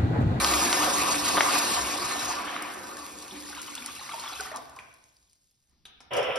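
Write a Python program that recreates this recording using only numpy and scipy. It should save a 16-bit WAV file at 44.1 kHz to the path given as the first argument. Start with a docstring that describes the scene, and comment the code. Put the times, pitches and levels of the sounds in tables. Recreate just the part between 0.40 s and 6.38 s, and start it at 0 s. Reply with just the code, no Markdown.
"""A sharp knock and a roar of water: a pressure-fed toilet flushes in a hard-walled restroom, heard from
just above the bowl. The supply pipe hums, the jet spits, air pockets crack. The jet fades with the
sagging tank pressure, air vents, and a gentle rinse runs until the valve closes and the last water
gurgles down the trap. Drops fall from the rim. Then a hand takes the lid: it clicks and swings down
on a stiff, juddering hinge."""
import sys
import numpy as np
from scipy import signal
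from scipy.fft import rfft, irfft, next_fast_len
from scipy.io import wavfile
from scipy.ndimage import uniform_filter1d, map_coordinates

SR = 44100
rng = np.random.default_rng(int(sys.argv[2]) if len(sys.argv) > 2 else 0)


def master(y):
    """Save y as 16-bit WAV."""
    cut = np.clip(np.atleast_2d(y).T, -1, 1)
    pcm = np.round(cut * 32767)  # scale
    wavfile.write(sys.argv[1], SR, pcm.astype(np.int16))


N = 263718
TOP_HZ = 15850
JET_END_S, AIR_END_S = 1.905, 2.155  # the tank's water gives out, then the air behind it
RINSE_END_S, DRAIN_END_S, DRIBBLE_END_S = 4.028, 4.35, 5.3  # valve shuts, bowl drains, rim runs dry


def amp(db):
    """Decibels to gain."""
    return 10 ** (np.asarray(db) / 20)


def unit(x):
    """x at rms 1."""
    return x / np.sqrt(np.mean(x ** 2) + 1e-20)


def along(points, hz):
    """A curve of (f/Hz, value) points, read on a log axis."""
    f, v = np.transpose(points)
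    return np.interp(np.log(hz + 1), np.log(f + 1), v)


def clock():
    """The time of every sample."""
    return np.arange(N) / SR


def swell(full_s, db_per_s):
    """A fade-in that reaches 1 at full_s and stays there."""
    return amp(-db_per_s * np.maximum(full_s - clock(), 0))


def hold(until_s, db_per_s):
    """A gain that stays at 1 and fades out after until_s."""
    return amp(-db_per_s * np.maximum(clock() - until_s, 0))


def bump(s, half_width_s):
    """A bell-shaped envelope that peaks at time s."""
    return np.exp(-((clock() - s) / half_width_s) ** 2)


def together(*gains):
    """Unrelated flows add in power."""
    return np.sqrt(sum(gain ** 2 for gain in gains))


def wobble(rate):
    """A smooth random modulator, rate knots a second."""
    return map_coordinates(rng.standard_normal(int(N * rate / SR) + 4), [np.arange(N) * rate / SR])


def add(track, s, sound):
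    """Mix a sound into a track at time s."""
    part = track[max(round(s * SR), 0):][:len(sound)]
    part += sound[:len(part)]


def filtered(x, response):
    """x through a complex frequency response."""
    m = next_fast_len(N + SR // 2)
    return irfft(rfft(x, m) * response(np.fft.rfftfreq(m, 1 / SR)), m)[..., :N]


def colour(points):
    """A minimum-phase EQ through (f/Hz, level/dB) points."""
    def response(hz):
        cepstrum = irfft(np.log(amp(along(points, hz))))
        half = len(cepstrum) // 2
        return np.exp(rfft(np.r_[cepstrum[0], 2 * cepstrum[1:half]], len(cepstrum)))
    return response


def body(modes):
    """A resonator bank of (f/Hz, width/Hz, level/dB) modes, alternating in polarity."""
    return lambda f: sum((-1) ** k * amp(db) * 1j * f * width / (hz * hz - f * f + 1j * f * width)
                         for k, (hz, width, db) in enumerate(modes))


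# Stereo image of the noise beds: f/Hz, left-right likeness (1 = mono)
LIKENESS = [(60, 0.54), (130, 1), (300, 0.74), (640, 0.21), (1100, 0.62), (1500, 0.32), (2400, 0.93),
            (3500, 0.31), (4600, 0.34), (5900, 0.98), (7200, 1), (9000, 1), (11000, 0.98), (13000, 0.96),
            (14500, 1)]
def rush(response, patchy_db):
    """Turbulent stereo noise of rms 1, with random patches of gain in time and frequency."""
    def to_mid_side(hz):
        angle = np.arccos(np.clip(along(LIKENESS, hz), -1, 1)) / 2
        return response(hz) * np.array([np.cos(angle), np.sin(angle)])
    z = signal.stft(rng.standard_normal((2, N)), nperseg=512)[2]
    patches = uniform_filter1d(rng.standard_normal(z.shape[1:]), size=5, axis=0)
    patches = unit(uniform_filter1d(patches, size=7, axis=1))
    pair = signal.istft(z * amp(patchy_db * patches), nperseg=512)[1][:, :N]
    mid, side = filtered(pair, to_mid_side)
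    return unit(np.array([mid + side, mid - side]))


def specks(rate, spread_db):
    """Random impulses of widely varying size, about rate a second."""
    size = amp(spread_db * np.minimum(rng.standard_normal(N), 2.5))
    return (rng.random(N) < rate / SR) * size * rng.choice([-1, 1], N)


def bubble(hz, cycles, rise):
    """A bubble rings for some cycles; its pitch rises as it nears the surface."""
    t = np.arange(int(SR * cycles / hz) + 2) / SR
    age = t * hz / cycles
    return np.sin(2 * np.pi * hz * t * (1 + rise * age / 2)) * amp(-60 * age) * (1 - np.exp(-t * hz))


def swarm(count, hz, spread, cycles, spread_db):
    """A bed of bubbles of random size and life around one pitch, at rms 1."""
    out = np.zeros(N)
    for when, (pitch, size, life) in zip(rng.random(count), rng.standard_normal((count, 3)).clip(-2, 2)):
        ring = bubble(hz * np.exp(spread * pitch), cycles * np.exp(0.36 * life), rise=0.1)
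        add(out, when * N / SR, amp(spread_db * size) * ring)
    return unit(out)


def breakup(hz, within_s=0.014, spread=0.17):
    """A splatter of five short-lived bubbles around the pitch of the one that bursts."""
    out = np.zeros(SR // 8)
    for when, pitch in zip(rng.random(5), rng.standard_normal(5).clip(-2, 2)):
        add(out, when * within_s, bubble(hz * np.exp(spread * pitch), cycles=16, rise=0.05))
    return amp(-7) * out


# Decay of the hard walls: f/Hz, t60/s
WALL_DECAY = [(100, 1.1), (400, 1.2), (1000, 0.93), (3500, 0.94), (7000, 0.052), (15000, .25)]
# EQ on the reverb return: f/Hz, level/dB
REVERB_EQ = [(60, -16), (250, -1.5), (700, -2), (2500, -5), (5500, -7.5), (8000, -10.5), (15000, -14.5)]
def restroom(x, wet_db):
    """The direct sound plus the long ring of the hard walls, different at each ear."""
    hz, t, z = signal.stft(rng.standard_normal((2, SR)), SR, nperseg=256)
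    t60 = along(WALL_DECAY, hz)[:, None]
    tail = signal.istft(z * amp(-60 * t / t60) / np.sqrt(t60), SR, nperseg=256)[1]
    predelayed = np.pad(x, (SR // 200, 0))[None]
    wet = signal.fftconvolve(predelayed, tail / np.linalg.norm(tail[0]), axes=1)[:, :N]
    return x + amp(wet_db) * filtered(wet, colour(REVERB_EQ))


# Bass-heavy room tone: f/Hz, level/dB
AIR_EQ = [(20, -9), (60, -1), (130, -8), (300, -17.5), (1000, -27.5), (4000, -27.5), (9000, -32.5),
          (16000, -38)]
def room_tone():
    """The quiet air of the room lies under everything."""
    return amp(-78) * rush(colour(AIR_EQ), patchy_db=1)


# Soft cloth: f/Hz, level/dB
SLEEVE_EQ = [(20, -7.5), (60, 1), (130, -8), (300, -11.5), (600, -30), (2000, -30), (5000, -21),
             (9000, -41)]
def reach(at_s=5.33):
    """The hand moves to the lid: a short brush, then the soft rustle of a sleeve."""
    brush = amp(-79) * swell(at_s, 112) * hold(at_s, 110) * rush(colour(ROAR_EQ), patchy_db=4)
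    sleeve = amp(-69.5) * swell(at_s, 260) * rush(colour(SLEEVE_EQ), patchy_db=1)
    return brush + sleeve


def froth():
    """The foam left in the bowl fizzes softly while the rim dribbles."""
    gain = amp(-68.5) * swell(DRAIN_END_S, 60) * hold(DRAIN_END_S, 21) * hold(DRIBBLE_END_S, 130)
    return gain * swarm(count=3000, hz=6880, spread=0.37, cycles=20, spread_db=2.5)


# Single drops from the rim into the still bowl: t/s, level/dB, f/Hz
DRIPS = [(4.528, -54, 6090), (4.5398, -44, 10800), (4.64, -49, 6190), (4.69, -54.5, 6520),
         (4.767, -50, 4760), (4.899, -58, 4760), (4.925, -58, 9500), (4.931, -49.5, 8970),
         (5.032, -66, 12000), (5.072, -62, 6240), (5.111, -58, 11200), (5.272, -63, 6110),
         (5.295, -58, 9850)]
def drips():
    """Each last drop lands with a crisp tick and traps a bubble; finer droplets patter in between."""
    plinks, ticks, t = np.zeros(N), np.zeros(N), np.arange(SR // 25) / SR
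    for s, db, hz in DRIPS:
        add(plinks, s, amp(db - 2) * bubble(hz, cycles=80, rise=0.08))
        add(ticks, s, amp(db - 5 - 60 * t / 0.022) * rng.standard_normal(len(t)))
    dribbling = swell(DRAIN_END_S, 200) * hold(DRAIN_END_S, 11) * hold(DRIBBLE_END_S, 250)
    patter = amp(-71.5) * dribbling * unit(filtered(specks(rate=220, spread_db=5.5), colour(SPIT_EQ)))
    return plinks + patter + filtered(ticks, colour(SPIT_EQ))


# Swells of hum as the valve opens, strains and closes: t/s, half width/s, level/dB
HUMS = [(0.048, 0.2, -39.5), (1.42, 0.07, -48.5), (4.36, 0.087, -65)]
def hum(hz=65.2):
    """The supply pipe drones at its lowest resonance, wavering a little."""
    gain = sum(amp(db) * bump(s, half_width) for s, half_width, db in HUMS)
    return gain * amp(1.7 * wobble(18)) * unit(np.sin(2 * np.pi * hz * clock() + 0.6 * wobble(18)))


# A rough plink of water as the bowl empties (first two rows), then contacts of lid and seat:
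# t/s, crack level/dB, low-pass/Hz, ring level/dB, ring f/Hz
PLINK_AND_CLICKS = [(4.388, -44, 5000, -44.5, 2334), (4.397, -49, 3000, -42.5, 1410),
                    (5.453, -42, 5500, -37, 3420), (5.604, -43.5, 1400, -48.5, 5270),
                    (5.734, -32, 9900, -37.5, 5430), (5.765, -35, 10000, -36.5, 5410),
                    (5.769, -31.5, 13870, -36.5, 5360), (5.79, -42, 9020, -45.5, 5330),
                    (5.828, -40, 10000, -39, 5490), (5.957, -34.5, 9030, -34.5, 5380)]
# Short resonances under every hit: f/Hz, level/dB, t60/s
HIT_MODES = [(786, -9, 0.079), (1390, -7, 0.0817), (9250, -24, 0.14)]
# EQ on all the hits: f/Hz, level/dB
HIT_EQ = [(100, -3), (400, -4.5), (800, -3), (1100, -2.5), (3000, 1.5), (4300, -2.5), (5300, 0), (6500, 1),
          (10000, 3.5), (14000, -9.5)]
def plink_and_clicks():
    """Water plinks as the bowl empties, then lid and seat click: each hit is a crack and a rough ring."""
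    out, t = np.zeros(N), np.arange(SR // 4) / SR
    def ring(hz, db, t60):
        drift = 0.24 * np.cumsum(rng.standard_normal(len(t)))  # wandering phase roughens the tone
        return amp(db - 60 * t / t60) * np.sin(2 * np.pi * hz * t + drift)
    attack = 1 - np.exp(-t / 0.00086)
    for s, db, dull_hz, ring_db, hz in PLINK_AND_CLICKS:
        lowpass = signal.butter(1, min(dull_hz, TOP_HZ), fs=SR)
        crack = unit(signal.lfilter(*lowpass, rng.standard_normal(len(t)))) * amp(-60 * t / 0.024)
        tone = ring(hz, ring_db, t60=0.05)
        resonance = sum(ring(*mode) for mode in HIT_MODES)
        add(out, s, (amp(db) * (crack + resonance) + tone) * attack)
    return filtered(out, colour(HIT_EQ))


# Force of the hinge's judder: t/s, level/dB
JUDDER_ENVELOPE = [(5.72, -34), (5.788, -27.5), (5.854, -34.5), (5.906, -29.5), (5.932, -41), (5.98, -33.5)]
# Hollow body of the lid: f/Hz, width/Hz, level/dB
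LID_MODES = [(79, 16.5, -22), (127.4, 22, -15.5), (294, 64, -20.5), (374.5, 27, -11.5), (441.5, 21, -5.5),
             (503, 7.8, 1.5), (544, 19, -0.5), (577, 15, -1), (627, 12, -4.5), (737, 60, -7)]
# Ring of the seat under the hinge: f/Hz, width/Hz, level/dB
SEAT_MODES = [(975, 45, 4), (1339, 32, 4), (1580, 27, -1), (1994, 39, -0.5), (2360, 89, -9.5),
              (2923, 78, -1.5), (3250, 52, -6), (5370, 180, 1)]
# Rasp of the hinge: f/Hz, level/dB
HINGE_EQ = [(400, -25), (900, -0.5), (1330, 1), (1750, -1.5), (2400, 2.5), (3150, 3), (3600, -8),
            (4400, -35.5), (5050, -42), (5350, -15), (5700, -32.5), (9000, -29), (14000, -32), (16000, -48)]
def hinge(start_s=5.706, fastest_s=5.775, slip_hz=175):
    """The stiff hinge sticks and slips unevenly; the slips drum the lid and ring the seat."""
    slip_count = np.cumsum(slip_hz * np.exp(0.3 * wobble(120))) / SR
    slips = np.diff(np.floor(slip_count), prepend=0)
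    def grit(response):
        friction = unit(slips - slips.mean()) + 1.6 * rng.standard_normal(N)
        return unit(filtered(unit(restroom(friction, wet_db=5)), response))
    judder = amp(np.interp(clock(), *np.transpose(JUDDER_ENVELOPE)) + 2.5) * grit(body(LID_MODES))
    ring = amp(-35.5) * grit(lambda hz: body(SEAT_MODES)(hz) * colour(HINGE_EQ)(hz))
    scrape = amp(-34) * grit(colour(HINGE_EQ))
    moving = 1 - np.exp(-np.maximum(clock() - start_s, 0) / 0.011)
    return moving * (judder + swell(fastest_s, 31.6) * hold(fastest_s, 11) * (scrape + ring))


def bubbling(siphon_break_s=4.065):
    """Small bubbles churn under the jet; later the siphon sucks in more and more air until it breaks."""
    churned = amp(-44) * swell(AIR_END_S, 0.8) * hold(AIR_END_S, 54)
    sucked = amp(-48) * swell(siphon_break_s, 3.5) * swell(3.13, 35) * hold(siphon_break_s, 92)
    fizz = swarm(count=1500, hz=3812, spread=0.27, cycles=58, spread_db=3)
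    fizz *= together(amp(-9) * churned, amp(-2.5) * sucked)
    babble = swarm(count=2200, hz=1480, spread=0.29, cycles=29, spread_db=5)
    babble *= together(amp(-0.5) * churned, amp(-1.5) * sucked)
    mouthfuls = amp(2.9 * wobble(28))  # air is swallowed in clumps
    return mouthfuls * (fizz + babble)


# Bubbles that stand out: t/s, level/dB, f/Hz
GULPS = [(2.578, -34.5, 1100), (2.91, -30.5, 3420), (3.116, -35, 3960), (3.127, -33, 1470),
         (3.129, -38, 1830), (3.152, -35, 4300), (3.175, -32, 987), (3.183, -32.5, 2780),
         (3.279, -30, 3000), (3.281, -32, 1070), (3.353, -38, 2470), (3.379, -27, 3420),
         (3.423, -31.5, 2350), (3.486, -32, 1166), (3.563, -33, 2730), (3.595, -31, 4170),
         (3.612, -32, 1047), (3.644, -31, 5630), (3.692, -26.5, 1150), (3.692, -31, 2140),
         (3.736, -25.5, 920), (3.747, -33, 927), (3.756, -37, 1100), (3.778, -31, 963), (3.794, -39, 987),
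         (3.797, -26, 4180), (3.835, -35, 834), (3.837, -28, 1097), (3.86, -28, 1150), (3.877, -26, 3320),
         (3.897, -31, 1156), (3.922, -36, 758), (3.952, -43, 2090), (3.999, -22, 1470), (4.008, -31, 744),
         (4.052, -31.5, 1160), (4.07, -33, 1860), (4.115, -31.5, 648), (4.116, -31, 1790), (4.18, -35, 676),
         (4.366, -33.5, 1033), (4.389, -31.5, 2390)]
# Big air pockets squeezing up the trap: t/s, length/s, level/dB, first f/Hz, last f/Hz
WHOOPS = [(3.699, 0.041, -51, 642, 880), (4.13, 0.05, -37.5, 696, 1353)]
# Hollow glugs in the trap: t/s, level/dB, f/Hz, t60/s
GLUGS = [(0.468, -23.5, 728, 0.18), (0.474, -25.5, 562, 0.22), (2.923, -43, 204, 0.19),
         (2.922, -43.5, 362, 0.16), (2.94, -41, 294.7, 0.9), (2.955, -42, 271, 0.08),
         (3.371, -49, 244.8, 0.78), (3.995, -36, 407, 0.083), (4.162, -38.5, 252, 0.058)]
def gurgle():
    """Big bubbles ring and burst with a small splash, air pockets whoop upwards, and the trap glugs."""
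    tones, pops, t = np.zeros(N), np.zeros(N), np.arange(SR) / SR
    for s, db, hz in GULPS:
        add(tones, s, amp(db - 1.5) * bubble(hz, cycles=55, rise=0.11))
        add(tones, s, amp(db) * breakup(hz))
        add(pops, s, amp(db - 11 - 60 * t / 0.03) * rng.standard_normal(SR))
    for s, length, db, first_hz, last_hz in WHOOPS:
        age = np.linspace(0, 1, int(length * SR))
        cycles = np.cumsum(first_hz + (last_hz - first_hz) * age ** 1.556) / SR
        add(tones, s, amp(db) * np.sin(np.pi * age) * np.sin(2 * np.pi * cycles))
    for s, db, hz, t60 in GLUGS:
        slosh = 0.8 * wobble(45)[:SR] * np.exp(-t / 0.067)  # the water column wavers, then settles
        envelope = amp(db - 60 * t / t60) * (1 - np.exp(-t / 0.0029))
        add(tones, s, envelope * np.sin(2 * np.pi * hz * t + slosh))
    return tones + filtered(pops, colour(SPLASH_EQ))


def vent(full_s=2.16, until_s=2.24, full_hz=1850, settled_hz=1280, sink_s=0.15):
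    """As the tank pressure runs out, air gushes through the jet in a band that sinks in pitch."""
    hz, t, z = signal.stft(rush(np.ones_like, patchy_db=2.5), SR, nperseg=512)
    centre_hz = settled_hz + (full_hz - settled_hz) * np.exp((full_s - np.maximum(t, JET_END_S)) / sink_s)
    octaves = np.log2((hz[:, None] + 1) / centre_hz)
    gush = signal.istft(z * amp(-7 * octaves ** 2), SR, nperseg=512)[1][:, :N]
    return amp(-38.5) * swell(full_s, 61) * hold(until_s, 56) * unit(gush)


def jet(follows, sag_db_per_s2=2):
    """The fade of a layer that follows the tank pressure, which sags ever faster."""
    return amp(-follows * sag_db_per_s2 * clock() ** 2)


def rinse(fall_db_per_s):
    """The gain of the rim water: a slow swell, then a fall once the valve closes."""
    return swell(RINSE_END_S, 2) * hold(RINSE_END_S, fall_db_per_s)


# Surges and stalls of the flow: t/s, half width/s, roar change/dB, spray change/dB
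SURGES = [(0.475, 0.023, 3.5, 0.1), (0.824, 0.035, -7, -2.5), (0.877, 0.022, 0.5, 4.5),
          (1.158, 0.082, 1, 2.5), (1.333, 0.055, 1.5, 1.5), (1.607, 0.11, -2, -1), (4.15, 0.048, 14, -1)]
def surges():
    """Two fader rides in dB from the uneven flow: one for the roar, one for the spray."""
    return sum(np.outer([roar_db, spray_db], bump(s, width)) for s, width, roar_db, spray_db in SURGES)


def flying_water():
    """Gains of the spray thrown by the jet, and by the rinse with its last dribble from the rim."""
    _, spray_db = surges()
    blast = amp(-31) * jet(follows=0.83) * hold(JET_END_S, 71)
    dribble = amp(-65) * hold(RINSE_END_S, 14.2) * hold(DRIBBLE_END_S, 130)
    wash = together(amp(-48) * rinse(fall_db_per_s=67.5), dribble)
    return np.array([blast, wash]) * amp(spray_db)


# The loudest spits: t/s, level/dB, high-pass/Hz
SPITS = [(1.4282, -37, 2980), (2.2218, -25.5, 8960), (2.3421, -34, 8090), (2.5681, -35, 1995),
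         (3.2161, -26.5, 7990), (3.3513, -28.5, 1000), (3.4595, -26.5, 4000), (3.7958, -32, 2500),
         (4.0063, -28.5, 2000), (4.1589, -32.5, 1500), (4.168, -35.5, 1000), (4.2956, -48, 6000),
         (4.362, -45.5, 3010)]
# Crisp tick of a spit or drip: f/Hz, level/dB
SPIT_EQ = [(200, -32), (1000, -14), (2500, -9.5), (5000, 3), (9000, 2.5), (13000, -12), (16000, -4)]
# Bright crackle of droplets: f/Hz, level/dB
CRACKLE_EQ = [(200, -31.5), (1000, -14), (2500, -0.5), (5000, -0.5), (9000, -2), (13000, -6), (16000, -12)]
def spatter():
    """Droplets hit the porcelain: a fine crackle, a sparser trickle after the jet, and single spits."""
    flying = together(*flying_water())
    droplets = lambda rate: unit(filtered(specks(rate, spread_db=7.5), colour(CRACKLE_EQ)))
    crackle = amp(-10) * flying * droplets(rate=370)
    trickle = amp(-7) * flying * swell(AIR_END_S, 28) * droplets(rate=94)
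    slots_s = np.linspace(2.65, RINSE_END_S, 9)  # one stray spit falls in each slot
    stray_s = rng.uniform(slots_s[:-1], slots_s[1:])
    strays = [(s, -37 + 2 * np.clip(rng.standard_normal(), -2, 2), 2500) for s in stray_s]
    spits, t = np.zeros(N), np.arange(SR // 50) / SR
    for s, db, thin_hz in [*SPITS, *strays]:
        burst = 0.26 * rng.standard_normal(len(t)) * amp(-60 * t / 0.025)
        burst[0] = 1  # the impact itself
        highpass = signal.butter(2, min(thin_hz, TOP_HZ), "high", fs=SR)
        add(spits, s + 0.0013, amp(db + 13.5) * signal.lfilter(*highpass, burst))
    return crackle + trickle + filtered(spits, colour(SPIT_EQ))


# Air pockets bursting in the pipe: t/s, level/dB, f/Hz, rattle level/dB
KNOCKS = [(0.0468, -9.5, 4235, -13), (0.1393, -12.5, 4170, -17), (0.3292, -10, 4000, -9.5),
          (0.745, -20, 1997, -19), (0.971, -17, 1600, -16.5), (0.9765, -14, 1150, -9.5),
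          (0.9821, -13, 1110, -12.5), (0.9855, -19.5, 1190, -17.5), (1.0078, -7.5, 1640, -5),
          (1.0094, -13.5, 2900, -9), (1.033, -21, 1496, -19), (2.078, -28, 1200, -29),
          (2.165, -24, 1900, -34)]
# Dull rattle round the bowl: f/Hz, level/dB
RATTLE_EQ = [(80, -28), (300, -11.5), (1100, 6.5), (2000, -11), (3500, -2.5), (6000, -26.5), (16000, -67)]
def knocks():
    """Trapped air bursts from the pipe in one-cycle cracks that shed bubbles and rattle round the bowl."""
    cracks, rattle, t = np.zeros(N), np.zeros(N), np.arange(SR // 30) / SR
    for s, db, hz, rattle_db in KNOCKS:
        cycles = t * hz
        pulse = np.sin(2 * np.pi * cycles) * 2 * cycles * np.exp(-2 * cycles ** 2)
        add(cracks, s - 0.0004, amp(db + 10.5) * pulse)
        add(rattle, s, amp(rattle_db - 60 * t / 0.028) * rng.standard_normal(len(t)))
        add(cracks, s, amp(db - 8) * breakup(hz))
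    return cracks + filtered(rattle, colour(RATTLE_EQ))


# Boom of the supply pipe: f/Hz, width/Hz, level/dB
PIPE_MODES = [(64, 10, -1.5), (74.5, 4.8, -4), (111.6, 14, -8.5), (138.6, 20, -10.5)]
# Low end of the flow: f/Hz, level/dB
RUMBLE_EQ = [(15, -24), (35, -19.5), (55, -6.5), (80, -6), (100, -7), (130, -5), (165, -11.5), (260, -27.5),
             (600, -97.5)]
def pipe_rumble():
    """The opening valve jolts the pipe, and the flow keeps it shaking."""
    jolt = amp(-43) * hold(0, 49)
    driven = amp(-48) * jet(follows=1) * hold(JET_END_S, 48)
    running = amp(-64) * hold(DRAIN_END_S, 39.4)
    rumble = unit(rush(body(PIPE_MODES), patchy_db=2.5) + rush(colour(RUMBLE_EQ), patchy_db=-1))
    return together(jolt, driven, running) * rumble


# Hollow voice of the water-filled trap: f/Hz, width/Hz, level/dB
TRAP_MODES = [(194.5, 21, -7), (245.8, 12, -2), (294.8, 11, 4), (361, 32, -2.5), (444, 24, -7),
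              (476, 14, -5.5), (544, 31, -2.5)]
def trap_drone(roar_db):
    """The jet, then the rinse, sounds the resonances of the trap."""
    driven = amp(-35) * jet(follows=1.116) * amp(0.62 * roar_db)
    rinsing = amp(-57.5) * hold(RINSE_END_S, 39)
    return together(driven, rinsing) * rush(body(TRAP_MODES), patchy_db=-1.1)


# Airy top of the spray: f/Hz, level/dB
SPRAY_EQ = [(1200, -36), (2800, -12), (3700, -3.5), (5000, -1.5), (6000, -4), (7400, 2), (9000, -5.5),
            (11000, -7.5), (13200, -15.5), (16000, -13.5)]
def spray(crossover_hz=7000):
    """Spray hisses and flutters; the jet's finest drops fade first as the pressure sags."""
    blast, wash = flying_water()
    flutter = amp(4 + 1.3 * wobble(90))
    hiss = rush(colour(SPRAY_EQ), patchy_db=2.5)
    finest = filtered(hiss, lambda hz: 1 / (1 + (crossover_hz / (hz + 1)) ** 8))
    coarse = hiss - finest
    return flutter * (together(blast, wash) * coarse + together(blast * hold(0, 2.8), wash) * finest)


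# Upper-mid bite of splashing water: f/Hz, level/dB
SPLASH_EQ = [(600, -53), (1400, -7), (1800, -3.5), (2050, -1.5), (2550, 3), (3200, -3), (4300, -10.5),
             (9000, -60.5)]
def splash():
    """Water breaks in the bowl, hard under the jet and softly under the rinse."""
    driven = amp(-36) * jet(follows=1) * hold(AIR_END_S, 66)
    rinsing = amp(-51) * rinse(fall_db_per_s=76)
    return together(driven, rinsing) * rush(colour(SPLASH_EQ), patchy_db=3)


# Ring of the bowl: f/Hz, width/Hz, level/dB
BOWL_MODES = [(645, 120, -8.5), (740, 70, 0.5), (986.4, 32, 3.5), (1133, 40, 5.5), (1244, 47, 1),
              (1414, 12, 1), (1537, 21, -1), (1790, 15, -1), (2224, 24, -8), (2610, 45, -9)]
# Broad midrange of the roar: f/Hz, level/dB
ROAR_EQ = [(150, -48), (300, -6.5), (480, -12.5), (700, -2.5), (1150, -2), (1450, -9), (1750, -5.5),
           (2500, -19.5), (6000, -76.5)]
def bowl_roar():
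    """The jet's turbulence roars in the resonant bowl; the draining water carries on more quietly."""
    driven = amp(-28.5) * jet(follows=0.83) * hold(AIR_END_S, 12.2)
    draining = amp(-53.5) * swell(RINSE_END_S, 3.1) * hold(DRAIN_END_S, 74)
    roar = unit(rush(body(BOWL_MODES), patchy_db=3.5) + amp(-3) * rush(colour(ROAR_EQ), patchy_db=2))
    return together(driven, draining) * roar


def water():
    """The rushing water from lows to highs; one shared sputter ties roar, splash and spray together."""
    roar_db, spray_db = surges()
    sputter = wobble(26.01)
    lows = pipe_rumble() + trap_drone(roar_db)
    mids = amp(roar_db + 0.82 * sputter) * bowl_roar()
    presence = amp(1.1 * spray_db + 1.6 * sputter) * splash()
    highs = amp(0.52 * sputter) * spray()
    return lows + mids + presence + highs


def scene():
    """The mix: room tone, the flush, then the lid."""
    air = room_tone()
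    flow = water() + hum() + vent()
    details = restroom(spatter() + drips() + froth() + knocks(), wet_db=-1)
    bubbles = restroom(bubbling() + gurgle(), wet_db=0.4)
    ending = reach() + restroom(plink_and_clicks(), wet_db=7) + hinge()
    return air + flow + details + bubbles + ending


# Stereo balance: f/Hz, left over right/dB
BALANCE = [(60, -2.5), (250, -0.5), (700, -1.5), (1100, 0.5), (1500, -1), (2200, 1), (3600, 1.5), (4400, 1),
           (5800, 4), (6800, -0.5)]
# Stereo timing: f/Hz, left phase lead/rad
PHASE_LEAD = [(200, 0), (1100, .6), (1900, 0), (3100, .7), (4300, .2), (5500, .3), (6400, -2), (7100, -3.1),
              (7900, -3.2), (9000, -4.6), (10200, -6.2), (12000, -6.4), (13100, -7.8), (13800, -9.4)]
def record(dry):
    """Two microphone ports differ in level and timing; everything above TOP_HZ is cut."""
    sides = np.array([[0.5], [-0.5]])
    ports = lambda hz: amp(along(BALANCE, hz) * sides) * np.exp(1j * along(PHASE_LEAD, hz) * sides)
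    return filtered(dry, lambda hz: ports(hz) * (hz < TOP_HZ))


dry = scene()
out = record(dry)
master(out)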